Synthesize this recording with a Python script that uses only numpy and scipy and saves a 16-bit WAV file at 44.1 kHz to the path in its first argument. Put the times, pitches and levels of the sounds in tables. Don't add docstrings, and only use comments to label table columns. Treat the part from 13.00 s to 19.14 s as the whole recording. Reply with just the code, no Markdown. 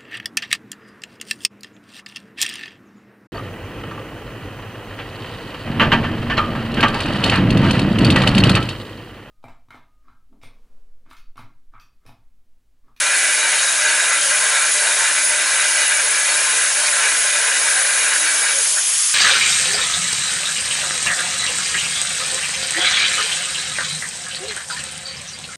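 import sys
import numpy as np
from scipy import signal
from scipy.fft import rfft, irfft, next_fast_len
from scipy.io import wavfile
from scipy.ndimage import uniform_filter1d

SR = 44100
rng = np.random.default_rng(int(sys.argv[2]) if len(sys.argv) > 2 else 0)


def to_wav(s):
    ch = np.atleast_2d(s).T
    pcm = np.round(np.clip(ch, -1, 1) * 32767)
    wavfile.write(sys.argv[1], SR, pcm.astype(np.int16))


def gain_from_decibels(decibels):
    exponent = np.asarray(decibels, float) / 20
    return 10 ** exponent


N = 270774

# (time [s], spindle rate [turns/s], knock rounds [1/s])
SPEED = [(0, 155, 153), (.9, 154.8, 152.8), (1.3, 154, 152), (1.6, 153.2, 151.5), (2.05, 153.5, 151.3),
         (2.3, 155.2, 153), (2.8, 154.6, 152), (3.3, 154.4, 152), (3.6, 154.6, 153), (3.9, 154, 151.2),
         (4.3, 154.6, 153), (4.6, 153.8, 152), (5.3, 155.2, 152.6), (5.6, 154, 152), (6.14, 156, 153)]
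# (time [s], level [dB])
PRESSURE = [
    (0, -23.5),
    (2.2, -24),
    (5.5, -23),
    (5.62, -28.5),
    (5.655, -29),
    (5.75, -33),
    (5.9, -34),
    (6.14, -54),
]
# (time [s], length [s], level [dB])
BITES = [(.15, 0.037, 4), (.26, .25, 1), (.45, 0.05, 2), (.59, .045, -0.5), (.74, 0.099, -2.5),
         (.87, 0.052, 2), (.98, 0.38, 2.5), (1.13, 0.029, 7), (1.25, 0.049, -3.5), (1.58, 0.16, 3.5),
         (1.73, 0.028, -9), (1.87, 0.055, 3), (2.07, 0.052, 4.5), (2.25, 0.062, -4), (2.6, 0.035, 6.5),
         (2.81, .076, 5.5), (3.11, 0.051, -5.5), (3.24, 0.026, -12), (3.73, 0.17, -4), (3.91, 0.039, -7),
         (4.06, 0.1, 4), (4.22, 0.13, -3.5), (4.48, 0.073, -0.5), (4.61, 0.041, -5.5), (4.78, 0.041, 1),
         (4.91, 0.16, -2), (5.2, 0.04, -11), (5.28, 0.04, 1), (5.37, 0.11, -4)]
# (time [s], length [s], level [dB])
GRAZES = [
    (5.78, .04, 9),
    (5.89, .03, 4),
]
# (time [s], length [s], shake lost [dB])
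CATCHES = [(0.06, 0.12, 8), (0.34, 0.027, 8.9), (0.4, 0.029, 9), (0.61, 0.129, 13.5), (1.04, 0.031, 20),
           (1.12, 0.064, 12), (1.36, 0.06, 11.5), (1.5, 0.16, 16.5), (1.61, 0.056, 16.5), (1.86, 0.086, 12),
           (2.0, 0.088, 16), (2.37, 0.091, 5), (2.53, 0.082, 9.5), (2.87, 0.032, 6), (3.01, 0.11, 12.5),
           (3.19, 0.044, 9), (3.28, 0.061, 2), (3.46, 0.089, 14), (3.73, 0.077, 8.2), (3.83, 0.028, 8.7),
           (3.97, 0.15, 12), (4.29, 0.037, 11.4), (4.46, 0.1, 19), (4.61, 0.033, 15), (4.67, 0.029, 13),
           (4.85, 0.073, 15), (4.98, 0.05, 18), (5.24, 0.076, -2), (5.45, 0.062, 11)]


def tile(turns):
    # (width [Hz], level [dB])
    low_hz = [232, 388, 458, 545, 604, 685, 763, 840, 911, 995, 1055, 1140]
    low_shapes = [(12, -34), (30, -23.5), (18.4, -16), (29, -14.5), (26.2, -12.5), (37.8, -15), (24.3, -14),
                  (64.8, -19), (28, -12), (44.8, -14.5), (20, -10.5), (70.5, -18)]
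    # (width [Hz], level [dB])
    ring_hz = [1222, 1365, 1455, 1525, 1600, 1672, 1750, 1820, 1290]
    ring_shapes = [(45.5, -5.5), (39, -1), (49.4, 1), (45, 4.5), (34.8, 5.5), (40, 5), (60, -1.5), (45, 0),
                   (35, -10)]
    # (width [Hz], level [dB])
    upper_hz = [1990, 2190, 2290, 2415, 2560, 2750, 2891, 3153, 3640, 3855, 4200, 4431, 3935, 2345]
    upper_shapes = [(49.7, 1), (100, -2.5), (46.4, 2), (56, 0.5), (142, -5.5), (32, -3), (35, -3),
                    (35.7, -10.5), (120, -8), (92, -2.5), (70, -8), (31.8, -12.5), (90, -7.5), (59.6, -9)]
    # (time [s], length [s], level [dB])
    drag = [
        (5.69, 0.12, 1),
    ]

    s = np.arange(N) / SR
    push_db = pressure() + jolts()
    bite_db = swells(BITES) + 1.0 * drift(30)
    graze_db = swells(GRAZES)
    ring_db = push_db + 0.48 * bite_db
    flex_db = push_db - 11 - 0.02 * s + 0.3 * bite_db + 0.14 * swells(CATCHES)
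    flex_db = flex_db + 2 * free() + swells(drag) - (1 - .65) * graze_db
    bright_db = push_db - 1.95 - 0.1 * s + 0.47 * bite_db - (1 - .4) * graze_db

    grains = grit(turns, per_s=14000, spread_db=2.0, once_db=1.4, twice_db=1.7)
    blows = knocks(uneven_db=5.5, weak_db=8.0, opposite_db=-7.0, jitter_turns=.012)
    low = body(grains + 0.29 * blows, paired(low_hz, low_shapes), flicker_db=1.5, rate_hz=43)
    ring = body(grains + 0.26 * blows, paired(ring_hz, ring_shapes), flicker_db=0.03, rate_hz=11)
    upper = body(grains + 0.38 * blows, paired(upper_hz, upper_shapes), flicker_db=2.0, rate_hz=10.0)

    low = above(flex_db, under_db=-53.5) * low
    ring = above(ring_db, under_db=-31) * ring
    upper = above(bright_db, under_db=-33) * gain_from_decibels(2.0) * upper
    low = signal.sosfilt(signal.butter(2, 240, "high", fs=SR, output="sos"), low)
    return low + rasp(turns) * (ring + upper)


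def grit(turns, per_s, spread_db, once_db, twice_db):
    sizes = gain_from_decibels(spread_db * np.minimum(rng.exponential(1, N), 4)) * rng.choice([-1, 1], N)
    breaks = rng.random(N) < per_s / SR
    return rms_one(sizes * breaks * gain_from_decibels(per_turn(turns, once_db, twice_db)))


def knocks(uneven_db, weak_db, opposite_db, jitter_turns):
    rounds = np.cumsum(in_time(SPEED)[1]) / SR + jitter_turns * (drift(22) + 4.0 * drift(4))
    count = np.floor(2 * rounds)
    strength_db = opposite_db * (count % 2) + weak_db * (count % 4 > 1)
    strength_db = strength_db + uneven_db * rng.standard_normal(N)
    return rms_one((np.diff(count, prepend=0) > 0) * gain_from_decibels(strength_db))


def locks(rows, share_db, waver_hz, flutter_db):
    out, s = np.zeros(N), np.arange(N) / SR
    wander = np.cumsum(waver_hz * drift(15.7)) / SR
    flutter = gain_from_decibels(flutter_db * drift(39) + jolts())
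    for (at, length, hz, db), start in zip(rows, rng.random((len(rows), 1))):
        near = slice(max(int((at - 2 * length) * SR), 0), int((at + 2 * length) * SR))
        bell = np.exp(-2 * np.log(2) * ((s[near] - at) / length) ** 2)
        tone = np.sin(2 * np.pi * (hz * s[near] + wander[near] + start))
        out[near] += gain_from_decibels(db + share_db) * bell * tone
    return np.sqrt(2) * flutter * out


def rasp(turns):
    return gain_from_decibels(per_turn(turns, once_db=.35, twice_db=.5))


def pressure():
    return in_time(PRESSURE)[0] + swells(GRAZES)


def jolts():
    # (time [s], level [dB])
    jolt_rows = [(.07, 2.5), (.271, -1), (.365, -6), (.648, 1.5), (1.042, 2), (1.196, -3), (1.287, -3),
                 (1.311, 2.5), (1.395, -5), (1.572, 2), (1.957, -5), (2.142, -3), (2.184, 5.5), (2.307, 1),
                 (2.374, -2), (2.736, -2), (2.895, -1.5), (2.924, 4), (3.195, 0.5), (3.288, 3), (3.741, -4),
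                 (3.863, 0.5), (4.136, -4), (4.174, 0.5), (4.318, -5.5), (4.36, 3), (4.566, 1.5),
                 (4.677, 2), (4.746, -3), (4.837, -6), (4.871, 1), (5.108, -2), (5.16, 2), (5.335, -1.5),
                 (5.501, 0.5), (5.565, -1.5)]
    length_s = 0.011
    return swells([(at, length_s, db) for at, db in jolt_rows])


def touch():
    return np.clip((in_time(PRESSURE)[0] + 34) / 9, 0, 1)


def free():
    return np.clip((-25.5 - in_time(PRESSURE)[0]) / 13, 0, 1)


def tube():
    # (time [s], pitch [Hz], twin pitch [Hz], twin relative level [dB])
    pair_rows = [(0, 9948, 9820, -6), (1, 9940, 9835, -3), (1.75, 9935, 9830, -2), (2.0, 9925, 9850, -6),
                 (2.3, 9918, 9710, -11), (3.5, 9900, 9710, -11), (6.14, 9908, 9720, -14)]
    # (time [s], length [s], level [dB])
    rub_rows = [(.2, 0.09, 5), (1.0, .1, -4), (1.12, .06, 2), (1.85, .2, -3), (2.28, .09, 7), (2.9, .12, 7),
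                (3.08, 0.11, 5), (3.3, .15, -2), (3.55, .14, 2), (4.1, .06, -4), (4.22, .1, 1),
                (4.45, .15, 0), (4.82, .1, 3), (4.98, 0.073, 1), (5.07, .05, -3), (5.2, 0.076, 1),
                (5.5, .12, 1)]

    s = np.arange(N) / SR
    hz, twin_hz, twin_db = in_time(pair_rows)
    wavering_hz = [hz + 25 * drift(30), twin_hz + 22 * drift(15)]
    sing = []
    for phase in 2 * np.pi * np.cumsum(wavering_hz, axis=1) / SR:
        sing.append((1.7 + drift(40)) * np.cos(phase) + drift(40) * np.sin(phase))
    sing_db = -29.5 + 0.43 * s - 0.18 * swells(BITES) + swells(rub_rows)
    sing_db = sing_db - 14 * np.clip((s - 5.68) / .04, 0, 1)
    return gain_from_decibels(-4.0) * above(sing_db, under_db=-52) * (sing[0] + gain_from_decibels(twin_db) * sing[1])


def wobble(turns, tone_hz, tone_db):
    # (time [s], length [s], level [dB])
    tilt_rows = [(.25, .08, -5), (.97, .08, -1), (1.28, 0.18, 4), (1.8, .08, 4), (1.94, .08, 2),
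                 (2.15, 0.17, -3), (2.56, .12, -8), (3.3, .1, 3), (3.71, .15, 4), (4.06, .1, -5),
                 (4.26, .14, 6), (4.56, 0.087, -10), (5.3, .1, 2), (5.62, 0.14, 5)]

    once = gain_from_decibels(-67.5 + swells(tilt_rows) + 12 * free()) * np.sin(2 * np.pi * turns + 0.53 * drift(3.4))
    half = gain_from_decibels(-73.5 + 4.0 * drift(5.5)) * np.sin(3 * np.pi * turns + drift(6.2))
    hum = gain_from_decibels(-63) * drift(7.0) * np.sin(2 * np.pi * 295 * np.arange(N) / SR)
    twice = gain_from_decibels(tone_db) * np.sin(np.pi * (2 * turns + np.cumsum(tone_hz) / SR))
    return np.sqrt(2) * touch() * (once + half + hum + touch() * twice)


def machine(turns):
    # (frequency [Hz], level [dB per Hz])
    roar_spectrum = [(8.2, -88), (14, -54), (32, -36), (53, -33.5), (163, -33), (248, -27), (376, -27),
                     (900, -20), (1250, -9.5), (2120, -7), (3220, -4.5), (3920, -8), (4510, -4.5),
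                     (6660, -4), (11000, 1), (14300, -32), (22000, -120)]
    # (width [Hz], level [dB])
    guard_hz = [4820, 5350, 6030, 6300, 6570, 6820, 7120, 7800, 8180, 8520]
    guard_shapes = [(42, -7), (55, -1), (39, -4), (131, 1.5), (177, 3.5), (120, 3), (80, 0.5), (150, -31),
                    (45, -12), (50, -5)]
    # (width [Hz], level [dB])
    whirr_hz = [9720, 10525, 10950, 10300]
    whirr_shapes = [(140, 2), (110, 15), (250, 10), (500, 3.5)]

    unloaded = free()
    roar_db = -20 + 0.5 * unloaded
    case_db = 0.16 + 1 * unloaded
    whirr_db = -9.5 + 0.63 * np.arange(N) / SR + 1.5 * unloaded

    edges_hz = 14 * 2 ** np.arange(0, 10, 1 / 3)
    white, together, hiss = rng.standard_normal((2, N)), drift(3.4), 0
    for k, (low, high) in enumerate(zip(edges_hz, edges_hz[1:])):
        band = signal.sosfilt(signal.butter(2, [low, high], "band", fs=SR, output="sos"), white[k % 2])
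        tilt_db = 0.6 * max(np.log2(low / 3000), 0) * unloaded
        flicker_db = 0.45 * together + 1.23 * drift(29)
        hiss = hiss + band * gain_from_decibels(at_hz(roar_spectrum, np.sqrt(low * high)) + tilt_db + flicker_db)

    rattle = body(rng.standard_normal(N), paired(guard_hz, guard_shapes), flicker_db=2.5, rate_hz=45)
    whirr = body(rng.standard_normal(N), paired(whirr_hz, whirr_shapes), flicker_db=-2.0, rate_hz=5.0)
    roar_db = roar_db + 0.23 * jolts() + per_turn(turns, once_db=.15, twice_db=.2)
    mixed = gain_from_decibels(1.0) * rms_one(hiss) + gain_from_decibels(case_db - 7.0) * rattle + gain_from_decibels(whirr_db - 3) * whirr
    return gain_from_decibels(roar_db) * mixed


def yard(x):
    # (frequency [Hz], coherence [0-1])
    likeness = [(30, .998), (60, .96), (150, .87), (330, .86), (700, .95), (1420, .978), (4060, .93),
                (11000, .96)]
    # (frequency [Hz], level [dB])
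    lean_rows = [(60, 0), (2500, 0), (5500, .6), (11000, .93)]

    size = next_fast_len(N + SR)
    hz = np.maximum(np.arange(size // 2 + 1) * SR / size, 10)
    tail_s = np.arange(SR // 2) / SR
    echoes = rng.standard_normal((2, len(tail_s))) * gain_from_decibels(-60 * tail_s / .5)
    echoes = echoes / np.sqrt(np.sum(echoes[0] ** 2))
    alike = np.clip(at_hz(likeness, hz), 0, .999)
    scatter = np.sqrt((1 - alike) / (1 + alike)) * rfft(echoes, size)
    spectrum, lean = rfft(x, size), gain_from_decibels(at_hz(lean_rows, hz) / 2)
    first, second = irfft(spectrum * scatter, size)[:, :N]
    sway = np.pi * drift(1.2)
    side = first * np.cos(sway) + second * np.sin(sway)
    direct = irfft(spectrum * np.array([lean, 1 / lean]), size)[:, :N]
    return direct + side * [[1], [-1]]


def body(x, modes, flicker_db, rate_hz):
    out = 0
    for k, (hz, width_hz, db) in enumerate(modes):
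        drive = x * gain_from_decibels(flicker_db * drift(rate_hz))
        out = out + (-1) ** k * gain_from_decibels(db) * resonate(drive, hz, width_hz)
    return rms_one(out)


def resonate(x, hz, width_hz):
    r = np.exp(-np.pi * width_hz / SR)
    poles = [1, -2 * r * np.cos(2 * np.pi * hz / SR), r * r]
    return signal.lfilter([(1 - r * r) / 2, 0, (r * r - 1) / 2], poles, x)


def paired(pitches, shapes):
    return [(hz, *shape) for hz, shape in zip(pitches, shapes)]


def per_turn(turns, once_db, twice_db):
    return once_db * np.cos(2 * np.pi * turns) + twice_db * np.cos(4 * np.pi * turns)


def drift(rate_hz):
    r = np.exp(-40 * np.pi * rate_hz / SR)
    slow = signal.lfilter([1], [1, -2 * r, r * r], rng.standard_normal(N // 20 + 4002))[4000:]
    return np.interp(np.arange(N) / 20, np.arange(len(slow)), rms_one(slow))


def swells(rows):
    s = np.arange(0, N + 64, 64) / SR
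    bells = sum(db * np.exp(-4 * np.log(2) * ((s - at) / length) ** 2) for at, length, db in rows)
    return np.interp(np.arange(N) / SR, s, bells)


def in_time(rows):
    s, *columns = np.transpose(rows)
    return [np.interp(np.arange(N) / SR, s, c) for c in columns]


def at_hz(points, hz):
    point_hz, values = np.transpose(points)
    return np.interp(np.log(hz), np.log(point_hz), values)


def above(db, under_db):
    return np.sqrt(np.maximum(gain_from_decibels(db) ** 2 - gain_from_decibels(under_db) ** 2, 0))


def rms_one(x):
    return x / np.sqrt(np.mean(x ** 2) + 1e-20)


def scene():
    # (time [s], length [s], pitch [Hz], level [dB])
    low_locks = [(0.41, 0.14, 602, -37), (0.44, 0.055, 904, -34), (0.87, 0.12, 915, -35),
                 (0.9, 0.15, 608, -38.5), (1.04, 0.23, 586, -50), (1.13, 0.06, 1049, -38),
                 (1.29, 0.061, 543, -36), (1.34, 0.2, 597, -44), (1.44, 0.35, 597, -52),
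                 (1.46, 0.13, 1055, -37), (1.48, 0.065, 452, -43), (1.58, 0.2, 1055, -41),
                 (1.59, 0.14, 899, -48), (1.86, 0.076, 904, -36), (1.87, 0.16, 597, -37.5),
                 (2.03, 0.049, 904, -34), (2.04, 0.13, 1055, -36.5), (2.32, 0.078, 920, -36),
                 (2.33, 0.12, 608, -36.5), (2.49, 0.063, 1060, -35), (2.77, 0.15, 602, -38),
                 (2.79, 0.18, 904, -37.5), (3.07, 0.12, 452, -45), (3.28, 0.18, 597, -40),
                 (3.34, 0.055, 909, -35.5), (3.45, 0.18, 1044, -36.5), (3.46, 0.24, 608, -51),
                 (3.58, 0.053, 457, -41), (3.84, 0.21, 592, -38), (3.94, 0.2, 1044, -40),
                 (4.03, 0.068, 899, -36), (4.09, 0.12, 452, -50), (4.33, 0.11, 592, -36),
                 (4.48, 0.041, 586, -38), (4.48, 0.074, 995, -37), (4.78, 0.053, 764, -35.5),
                 (4.83, 0.051, 538, -37), (4.97, 0.11, 1049, -46), (5.58, 0.033, 549, -33),
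                 (5.61, 0.031, 457, -41)]
    ring_locks = [(0.09, 0.11, 1378, -34), (0.13, 0.2, 1981, -31), (0.15, 0.15, 2298, -33),
                  (0.17, 0.07, 2379, -31), (0.24, 0.1, 2013, -30), (0.24, 0.2, 1695, -31),
                  (0.31, 0.16, 2287, -33), (0.4, 0.12, 2411, -31), (0.51, 0.16, 1986, -31),
                  (0.87, 0.12, 1528, -28), (0.88, 0.2, 1997, -34), (1.0, 0.2, 1598, -30),
                  (1.11, 0.18, 1367, -32), (1.17, 0.11, 2007, -34), (1.3, 0.2, 2002, -35),
                  (1.41, 0.2, 1986, -36), (1.52, 0.2, 1598, -29), (1.58, 0.1, 1356, -31),
                  (1.59, 0.14, 1964, -34), (1.65, 0.1, 2395, -33), (1.85, 0.2, 1964, -34),
                  (1.89, 0.05, 1496, -30), (1.93, 0.05, 2438, -33), (2.04, 0.08, 1356, -35),
                  (2.05, 0.2, 1964, -34), (2.08, 0.09, 2411, -33), (2.1, 0.11, 1760, -32),
                  (2.19, 0.1, 2007, -33), (2.29, 0.2, 2002, -34), (2.4, 0.2, 2007, -35),
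                  (2.66, 0.2, 2013, -33), (2.77, 0.2, 1986, -34), (2.78, 0.07, 2271, -31),
                  (3.19, 0.17, 2282, -33), (3.19, 0.2, 1674, -31), (3.21, 0.17, 1986, -34),
                  (3.61, 0.08, 1997, -34), (4.03, 0.12, 1367, -32), (4.11, 0.2, 1975, -35),
                  (4.25, 0.2, 1991, -34), (4.38, 0.2, 1997, -34), (4.46, 0.07, 1598, -30),
                  (4.56, 0.2, 1986, -31), (4.78, 0.1, 1749, -33), (4.79, 0.2, 1598, -30),
                  (4.94, 0.2, 1986, -35), (5.06, 0.06, 2374, -32), (5.28, 0.09, 1986, -31),
                  (5.29, 0.08, 2298, -31), (5.5, 0.06, 1997, -34)]
    upper_locks = [(0.05, 0.05, 4193, -38), (0.15, 0.05, 4435, -37), (0.33, 0.05, 2890, -34),
                   (0.41, 0.11, 4425, -35), (0.44, 0.06, 2890, -35), (0.55, 0.08, 3154, -38),
                   (0.56, 0.08, 4435, -38), (0.67, 0.11, 3854, -36), (0.86, 0.06, 2901, -33),
                   (0.88, 0.08, 4435, -36), (0.89, 0.09, 2750, -36), (1.06, 0.14, 3849, -36),
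                   (1.24, 0.12, 3154, -39), (1.31, 0.1, 2885, -35), (1.38, 0.16, 4435, -38),
                   (1.61, 0.13, 4419, -40), (1.83, 0.06, 4435, -35), (1.92, 0.05, 3612, -38),
                   (2.03, 0.09, 3639, -37), (2.46, 0.07, 4198, -39), (2.68, 0.13, 3170, -39),
                   (2.72, 0.2, 2901, -36), (2.77, 0.11, 4435, -38), (3.32, 0.11, 4430, -38),
                   (3.83, 0.05, 3159, -40), (3.84, 0.07, 4425, -38), (5.04, 0.08, 3832, -37),
                   (5.24, 0.06, 3832, -36), (5.3, 0.05, 4430, -38), (5.49, 0.07, 4414, -40)]

    speed, caught_db = in_time(SPEED)[0], swells(CATCHES)
    turns = np.cumsum(speed) / SR
    sung = locks(low_locks, share_db=-2, waver_hz=4.18, flutter_db=0.74)
    sung = sung + rasp(turns) * locks(ring_locks, share_db=0, waver_hz=8.15, flutter_db=1.7)
    sung = sung + locks(upper_locks, share_db=1, waver_hz=13.96, flutter_db=4.4)
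    tone_hz = 2 * speed - .5 * caught_db + 2.5 + 4 * drift(15)
    tone_db = -52 - caught_db + 2 * drift(9.1)
    return yard(tile(turns) + sung + tube() + wobble(turns, tone_hz, tone_db) + machine(turns))


def roll_off(x):
    return signal.sosfilt(signal.butter(12, 12240, fs=SR, output="sos"), x)


def record(dry):
    power = uniform_filter1d(np.mean(dry ** 2, axis=0), int(0.011 * SR))
    ridden = dry * (power / np.mean(power) + 1e-6) ** -.12
    ridden = 1.3 * np.tanh(ridden / 1.3)
    over_hz = np.maximum(np.arange(N // 2 + 1) * SR / N - 11006, 0)
    cut_db = np.maximum(-.5 * over_hz, -140)
    cut = irfft(rfft(ridden) * gain_from_decibels(cut_db), N)
    return roll_off(cut)


dry = scene()
out = record(dry)
to_wav(out)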